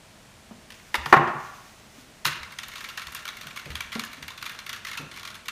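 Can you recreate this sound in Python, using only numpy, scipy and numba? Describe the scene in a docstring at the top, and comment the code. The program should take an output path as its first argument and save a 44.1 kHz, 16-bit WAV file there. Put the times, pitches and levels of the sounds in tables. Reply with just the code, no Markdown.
"""A soft hiss comes first, then dull desk thumps and a mug knocked down on the desk of a small home office.
Both hands then drop on a plastic keyboard and type fast, while fabric rubs and loose caps rattle.
Keys and mug are short noise bursts sent through filters; thumps are fading sine waves with noise.
Hiss and cloth are shaped noise, and the room adds fading echoes.
A gain control turns loud moments down, most clearly at the mug's knock."""
import sys
import numpy as np
from scipy import signal
from scipy.fft import rfft, irfft
from scipy.io import wavfile
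from scipy.ndimage import uniform_filter1d
from numba import njit

SR = 44100
rng = np.random.default_rng(int(sys.argv[2]) if len(sys.argv) > 2 else 0)


def persist_wave(psi):
    """Save psi, clipped to +-1, as 16-bit WAV."""
    counts = np.round(np.clip(psi, -1, 1) * 32767).astype(np.int16)
    wavfile.write(sys.argv[1], SR, np.atleast_2d(counts).T)


def voltage_ratio(decibels):
    """Convert decibels (scalar or array-like) to amplitude ratios, 20 dB per decade."""
    exponent = np.asarray(decibels, float) / 20
    return 10 ** exponent


N = 243114  # length in samples, about 5.5 s

# Spectrum of the steady background noise: [f/Hz, relative level per Hz/dB]
HISS_SPECTRUM = [(15, -61), (25, -8), (117, -5.5), (185, -7.5), (223, -4.5), (256, -11.5), (560, -14),
                 (624, -9), (695, -13.5), (1100, -15.5), (2220, -17), (8590, -25), (16000, -38)]
# Pushes of mug and wrists on the desk: [t/s, level before trim/dB, name of the desk mode]
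DESK_PUSHES = [(0.507, -33.5, "mid"), (0.941, -33.5, "top"), (0.979, -30.5, "deep"), (1.02, -39.5, "deep"),
               (1.06, -36, "low"), (1.123, -11, "top"), (1.165, -17, "low"), (1.222, -26, "mid"),
               (1.269, -27, "top"), (1.349, -34.5, "low"), (1.979, -43, "high"), (2.257, -32, "low"),
               (2.401, -39, "deep"), (3.068, -41, "deep"), (3.456, -43.5, "low"), (3.659, -36.5, "low"),
               (3.711, -44, "low"), (3.698, -31, "deep"), (3.738, -36.5, "deep"), (3.85, -45, "deep"),
               (3.954, -24, "mid"), (3.98, -30.5, "mid"), (4.008, -41, "mid"), (4.037, -58, "mid"),
               (4.176, -41.5, "high"), (4.2, -45, "low"), (4.225, -42, "deep"), (4.25, -52, "deep"),
               (4.992, -37.5, "low"), (5.0, -40.5, "high"), (5.025, -41, "low"), (5.05, -46, "low")]
# Modes of the desk top, from deep to top: [f/Hz, time to fall 60 dB/s, knock level against the push/dB]
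DESK_MODES = [(70, .15, -13.5), (148.2, 0.17, -6), (221.4, .07, -9.5), (266, 0.077, -22),
              (369.3, 0.11, -1.5)]
# Room echoes: [f/Hz, time to fall 60 dB/s, relative level/dB]
ROOM_ECHOES = [(148, 0.38, -11.5), (406, 0.54, -18.5), (745, 0.73, -17.5), (1300, 0.8, -18),
               (1900, 0.72, -21.5), (2470, 0.67, -17), (3140, 0.62, -19.5), (5400, 0.65, -22),
               (7500, 0.2, -13.5), (13000, 0.15, -16)]
# Mug meeting the desk: [t/s, blow level before trim/dB, crack level/dB, weight/dB per octave]
MUG_KNOCKS = [(0.704, -45, -37.5, -10), (0.721, -60, -40, 11), (0.742, -53, -47, -13),
              (0.796, -42, -51, -19), (0.943, -12, -20.5, -8.5), (0.953, -54, -23.5, -13),
              (1.059, -17, -25.5, -4), (1.126, 2.5, -17.5, 0.5), (1.134, -8, -26, -11),
              (1.139, -0.5, -21.5, 6), (1.163, -9, -27.5, 0.5), (1.277, -23, -51, 3)]
# Damped resonances of mug and desk together: [f/Hz, width/Hz, relative level/dB]
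MUG_RESONANCES = [(361, 34, -10.5), (617, 61, -6), (760, 106, 1), (975, 360, 0), (1230, 189, 3),
                  (1490, 236, -1), (1945, 397, -4), (2150, 275, -4.5)]
# Spectrum of rubbing fabric: [f/Hz, relative level per Hz/dB]
CLOTH_SPECTRUM = [(300, -28), (700, -10), (1300, -5), (2500, -2.5), (4500, -10), (6300, -5), (8000, -16),
                  (12000, -16.5), (15500, -17)]
# Arm movements: [time of peak t/s, level/dB, swell time constant/s, fade time constant/s]
ARM_MOVES = [(.75, -56.5, 0.028, .3), (1.11, -46, 0.09, 0.071), (1.43, -50, 0.035, .1),
             (1.7, -58.5, .25, .5), (2.0, -57.5, 0.063, 0.031), (2.8, -51.5, 0.16, 0.74)]
# Key strikes: [t/s, clack level before trim/dB, cap ring f/Hz, tick level against clack/dB,
# contact fade time constant/s]
KEY_STRIKES = [(2.2474, -19.5, 3540, -13, 0.006), (2.2521, -8, 1250, -16, 0.0054),
               (2.263, -14.5, 1370, -7, 0.0053), (2.2722, -14, 1150, -14, 0.0035),
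               (2.295, -40, 1140, -11, 0.0044), (2.43, -27, 2300, -27, 0.0033),
               (2.5024, -43, 1470, -29, 0.0046), (2.52, -30.5, 2150, -16, 0.0049),
               (2.586, -19, 3610, -20, 0.0035), (2.6312, -27, 3640, -21, 0.0045),
               (2.6823, -30, 1370, -4, 0.0034), (2.7155, -32, 2170, -24, 0.0067),
               (2.7346, -29.5, 2230, -16, 0.004), (2.7552, -28, 1320, -18, 0.0029),
               (2.768, -33, 3450, -25, 0.0044), (2.779, -31, 1080, -20, 0.004),
               (2.805, -29, 1750, -18, 0.0047), (2.8403, -26, 2300, -19, 0.0061),
               (2.8868, -28, 3300, -15, 0.0044), (2.897, -32, 1360, -18, 0.004),
               (2.9734, -20.5, 1810, -17, 0.0069), (2.994, -28, 1390, -14, 0.0027),
               (3.0164, -28.5, 2320, -14, 0.0054), (3.0684, -25, 1980, -23, 0.0023),
               (3.121, -33, 1380, -5, 0.0051), (3.147, -25.5, 3200, -1, 0.0037),
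               (3.1496, -27.5, 1025, -32, 0.005), (3.1624, -29.5, 3660, -25, 0.0053),
               (3.19, -37, 1330, -21, 0.0043), (3.253, -23.5, 1360, -19, 0.002),
               (3.277, -23, 2350, -19, 0.0037), (3.2872, -22.5, 3800, -22, 0.0018),
               (3.368, -29.5, 2150, -12, 0.0045), (3.4107, -27, 3650, -18, 0.003),
               (3.4306, -34.5, 1340, -14, 0.0028), (3.468, -25, 1500, -15, 0.0032),
               (3.505, -31, 2510, -26, 0.0046), (3.5594, -29.5, 1210, -16, 0.0044),
               (3.572, -22.5, 2260, -19, 0.003), (3.5926, -30, 1560, -23, 0.004),
               (3.6547, -29, 2540, -18, 0.0047), (3.702, -28, 2240, -18, 0.0056),
               (3.7135, -35, 1190, -18, 0.0032), (3.753, -18, 3220, -19, 0.0031),
               (3.7614, -35, 2230, -18, 0.0037), (3.8053, -17.5, 2310, -18, 0.0028),
               (3.9183, -27.5, 3260, -18, 0.0052), (3.9263, -23.5, 2160, -22, 0.0077),
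               (3.9414, -33, 2080, -11, 0.0034), (3.9498, -23.5, 2290, -29, 0.0065),
               (3.9937, -17, 4370, -12.5, 0.0035), (4.0357, -23.5, 1720, -26, 0.0036),
               (4.048, -40, 1730, 3, 0.004), (4.116, -38, 1750, -13, 0.0035),
               (4.13, -29, 2330, -12, 0.0027), (4.1684, -38, 2650, -22, 0.003),
               (4.2244, -24.5, 3580, -26, 0.0036), (4.2793, -25.5, 2380, -13.5, 0.0044),
               (4.3026, -31, 1070, -20, 0.0034), (4.3744, -29, 3400, -21, 0.0063),
               (4.412, -33, 2670, -22, 0.004), (4.4245, -23.5, 1370, -15, 0.0035),
               (4.4535, -29, 3330, -14, 0.0067), (4.4612, -21.5, 2400, -16, 0.004),
               (4.4934, -26.5, 1660, -13, 0.0033), (4.5174, -38, 1640, -3, 0.0027),
               (4.5451, -35.5, 1300, -21, 0.004), (4.588, -26, 2350, -21, 0.0038),
               (4.663, -24.5, 2240, -15, 0.0048), (4.692, -20.5, 3350, -16, 0.0045),
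               (4.7286, -23.5, 3200, -12, 0.0051), (4.7454, -34, 1700, -19, 0.0031),
               (4.7604, -32, 1220, -15, 0.0044), (4.848, -23.5, 2030, -19, 0.0045),
               (4.8676, -23, 3260, -19, 0.007), (4.882, -28, 1790, -21, 0.004),
               (4.89, -32, 1880, -22, 0.004), (4.913, -23.5, 2180, -19, 0.0046),
               (4.9304, -29, 2420, -23, 0.0049), (4.972, -21, 2650, -17, 0.0097),
               (5.012, -39, 2730, -7, 0.004), (5.113, -31, 2260, -31, 0.004),
               (5.138, -35, 3100, -21, 0.0047), (5.16, -31, 2230, -14, 0.0056),
               (5.172, -30, 2450, -16, 0.0031), (5.1946, -31.5, 1100, -17, 0.0031),
               (5.23, -30, 1230, -16, 0.0023), (5.2496, -26.5, 2470, -24, 0.0051),
               (5.273, -27.5, 2330, -19, 0.0048), (5.3015, -32, 1360, -18, 0.0028),
               (5.3423, -32, 3490, -15, 0.004), (5.3514, -32.5, 1590, -11, 0.0033),
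               (5.455, -33.5, 2370, -15, 0.005), (5.4823, -17.5, 2700, -18, 0.0042)]
# Resonances of the plastic case and caps: [f/Hz, width/Hz, relative level/dB]
CASE_RESONANCES = [(1100, 250, -4.5), (1370, 142, 1), (1750, 490, 2), (2420, 600, 0), (2713, 306, 1),
                   (3520, 650, -4), (4193, 680, -5), (6550, 1520, -14.5), (8700, 1300, -14.5),
                   (10340, 4800, -30.5), (11280, 3200, -17.5), (13800, 5350, -12)]


def ring(x, hz, width_hz):
    """One resonance lets through a narrow range of pitch, with gain 1 at its centre."""
    return signal.lfilter(*signal.iirpeak(hz, hz / width_hz, fs=SR), x)


def band(x, lo_hz, hi_hz):
    """A band-pass keeps the range between two frequencies."""
    return signal.sosfilt(signal.butter(2, [lo_hz, hi_hz], "bandpass", fs=SR, output="sos"), x)


def peak(x, db):
    """Scale so that the loudest stretch of 128 samples (about 3 ms) has an rms of db."""
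    return x * voltage_ratio(db) / np.sqrt(uniform_filter1d(x ** 2, size=128).max())


def add(out, x, s):
    """Mix x into out from time s."""
    i = int(s * SR)
    out[i:i + len(x)] += x[:len(out) - i]


def contact(fade_s, rise_s):
    """Two rough surfaces meeting: noise that rises fast and dies away."""
    t = np.arange(4096) / SR
    return rng.standard_normal(len(t)) * (1 - np.exp(-t / rise_s)) * np.exp(-t / fade_s)


def resonate(x, resonances, weight_db=0):
    """Side-by-side resonances with alternating sign; weight_db per octave favours the low ones."""
    total = 0
    for k, (hz, width_hz, db) in enumerate(resonances):
        gain = voltage_ratio(db - weight_db * np.log2(hz / 1000))
        total = total + (-1) ** k * gain * ring(x, hz, width_hz)
    return total


def coloured(spectrum):
    """Noise of rms 1 with the given spectrum, made by scaling each frequency."""
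    hz, db = np.transpose(spectrum)
    f = np.maximum(np.fft.rfftfreq(N, 1 / SR), 1)
    gain = voltage_ratio(np.interp(np.log(f), np.log(hz), db, left=-60))
    x = irfft(rfft(rng.standard_normal(N)) * gain, N)
    return x / np.std(x)


def hiss():
    """Steady room tone: low rumble of the house and microphone hiss, as one shaped noise."""
    return coloured(HISS_SPECTRUM) * voltage_ratio(-51.5)


def desk():
    """Soft pushes set the desk top swinging at a low pitch, with a duller knock of higher modes."""
    out, t = np.zeros(N), np.arange(16384) / SR
    modes = dict(zip(("deep", "low", "mid", "high", "top"), DESK_MODES))
    for s, db, mode in DESK_PUSHES:
        hz, t60, knock_db = modes[mode]
        # log(1000) makes the fade reach -60 dB after t60
        fade = (1 - np.exp(-t / 0.0026)) * np.exp(-np.log(1000) * t / t60)
        swing = peak(np.sin(2 * np.pi * hz * t) * fade, db - 4.5)  # trimmed by 4.5 dB
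        noise = band(rng.standard_normal(len(t)), 0.5 * hz, 4.03 * hz)
        knock = peak(noise * fade, db + knock_db)
        add(out, swing + knock, s + .002)  # starts 2 ms after the listed time
    return out


def room(x):
    """Dense echoes of a furnished room; each third of an octave dies at its own rate."""
    t = np.arange(int(1.2 * SR)) / SR
    hz, t60, db = np.transpose(ROOM_ECHOES)
    tail = 0
    for f in 80 * 2 ** np.arange(0, 7.7, 1 / 3):
        echo = band(rng.standard_normal(len(t)), f / 1.15, f * 1.15)
        fade = np.exp(-np.log(1000) * t / np.interp(np.log(f), np.log(hz), t60))
        tail = tail + voltage_ratio(np.interp(np.log(f), np.log(hz), db)) * echo * fade
    tail = tail * (1 - np.exp(-t / 0.004))  # the echoes build up over a few ms
    return x + voltage_ratio(-21.5) * signal.fftconvolve(x, tail)[:N]


def mug():
    """Each blow sounds through the damped mug and desk resonances, with a crack and a tick on top."""
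    out = np.zeros(N)
    for s, blow_db, crack_db, weight_db in MUG_KNOCKS:
        if s > 1.15:  # the mug rocks softly to rest
            hit = contact(fade_s=0.0089, rise_s=.004)
            tick_db = crack_db - 17
        else:
            hit = contact(fade_s=0.0064, rise_s=.0001)
            hit[0] += 4.7  # first touch of the hard rim
            tick_db = crack_db - 11
        # each knock's weight tilts the resonances: positive favours the low ones, negative the high ones
        body = peak(resonate(hit, MUG_RESONANCES, weight_db), blow_db - 5.0)  # trimmed by 5 dB
        crack = peak(band(hit, 1400, 4750), crack_db)
        tick = peak(band(hit, 3400, 11700), tick_db)
        add(out, body + crack + tick, s)
    return out


def swell(peak_s, rise_s, fall_s):
    """Gain that grows to 1 at peak_s and dies after it."""
    t = np.arange(N) / SR - peak_s
    return np.exp(np.where(t < 0, t / rise_s, -t / fall_s))


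def cloth():
    """Fabric rubbing: soft noise that swells with each arm movement and flickers a little."""
    steps = np.repeat(rng.standard_normal(N // 1024 + 1), 1024)
    flicker = uniform_filter1d(steps, size=1024)[:N]
    stir = sum(voltage_ratio(db) * swell(s, rise_s, fall_s) for s, db, rise_s, fall_s in ARM_MOVES)
    return coloured(CLOTH_SPECTRUM) * stir * voltage_ratio(2.0 * flicker)


def keys():
    """Each strike: a clack through the case, the cap's own short ring, a lower body knock, a bright tick."""
    out = np.zeros(N)
    for s, clack_db, cap_hz, tick_db, fade_s in KEY_STRIKES:
        # a lighter finger lands more gradually
        hit = contact(fade_s, 0.0015 * voltage_ratio(-.8 * (clack_db + 23)))
        # the cap wobbles on its stem and touches once more
        delay = int(rng.uniform(0.0063, .016) * SR)
        again = np.roll(contact(fade_s, 0.0015), delay)
        hit = resonate(hit + voltage_ratio(-11.0) * again, CASE_RESONANCES)
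        clack = band(hit, 1675, 8350) + voltage_ratio(2.5) * ring(hit, cap_hz, 120)
        body = band(hit, 950, 1900)
        body = body + voltage_ratio(-7.0) * ring(body, 1332, 150)
        # the treble dies first
        tick = band(hit, 5520, 12700) * np.exp(-np.arange(len(hit)) / SR / 0.0062)
        # deeper caps and harder strikes knock more
        body_db = -6 - 1.5 * np.log2(cap_hz / 2000) + 0.15 * (clack_db + 22)
        strike = peak(clack, clack_db) + peak(body, clack_db + body_db) + peak(tick, clack_db + tick_db)
        add(out, strike, s)
    return out * voltage_ratio(-6.0)  # trim of all strikes


def rattle(rate_per_s=1500, scatter_db=3):
    """Many tiny contacts of loose caps, shaken by each strike."""
    strikes = np.array(KEY_STRIKES)
    t = np.maximum(np.arange(N) / SR - strikes[:, :1], 0)  # time since each strike, in s
    shake = voltage_ratio(strikes[:, 1]) @ ((1 - np.exp(-t / 0.0062)) * np.exp(-t / 0.054))
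    strength = voltage_ratio(scatter_db * np.clip(rng.standard_normal(N), -3, 2))
    ticks = (rng.random(N) < rate_per_s / SR) * strength
    # each tick becomes a grain of noise that fades with a time constant of 1.8 ms
    grains = signal.lfilter([1], [1, -np.exp(-1 / (0.0018 * SR))], ticks) * rng.standard_normal(N)
    x = band(resonate(grains, CASE_RESONANCES), 910, 9700)
    x = x + voltage_ratio(0.5) * ring(x, 1332, 260)
    return x / np.std(x) * voltage_ratio(-25) * shake


def scene():
    """The desk, mug and keyboard sound in the room; cloth and hiss are added without echoes."""
    in_room = room(keys() + rattle() + mug() + desk())
    return (in_room + cloth() + hiss())[None]


@njit
def follow(x, attack, release):
    """Level follower: moves a small share of the way to each sample's size, up or down."""
    level, out = 0., np.empty(len(x))
    for i in range(len(x)):
        size = abs(x[i])
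        level += (size - level) * (attack if size > level else release)
        out[i] = level
    return out


def low_pass(x):
    """Removes everything above the highest recorded frequency."""
    return signal.sosfilt(signal.butter(12, 16650, fs=SR, output="sos"), x)


def record(dry):
    """Gain control turns down after loud blows, the top is cut, peaks clip."""
    level = follow(dry[0], attack=1 / (0.09 * SR), release=1 / (.08 * SR))
    x = dry * (1 + level / voltage_ratio(-16)) ** -.4
    # steep low-pass at 15350 Hz
    x = signal.sosfilt(signal.ellip(6, .2, 26, 15350, fs=SR, output="sos"), x)
    mix = np.clip(x, -1, 1)
    return low_pass(mix)


dry = scene()
out = record(dry)
persist_wave(out)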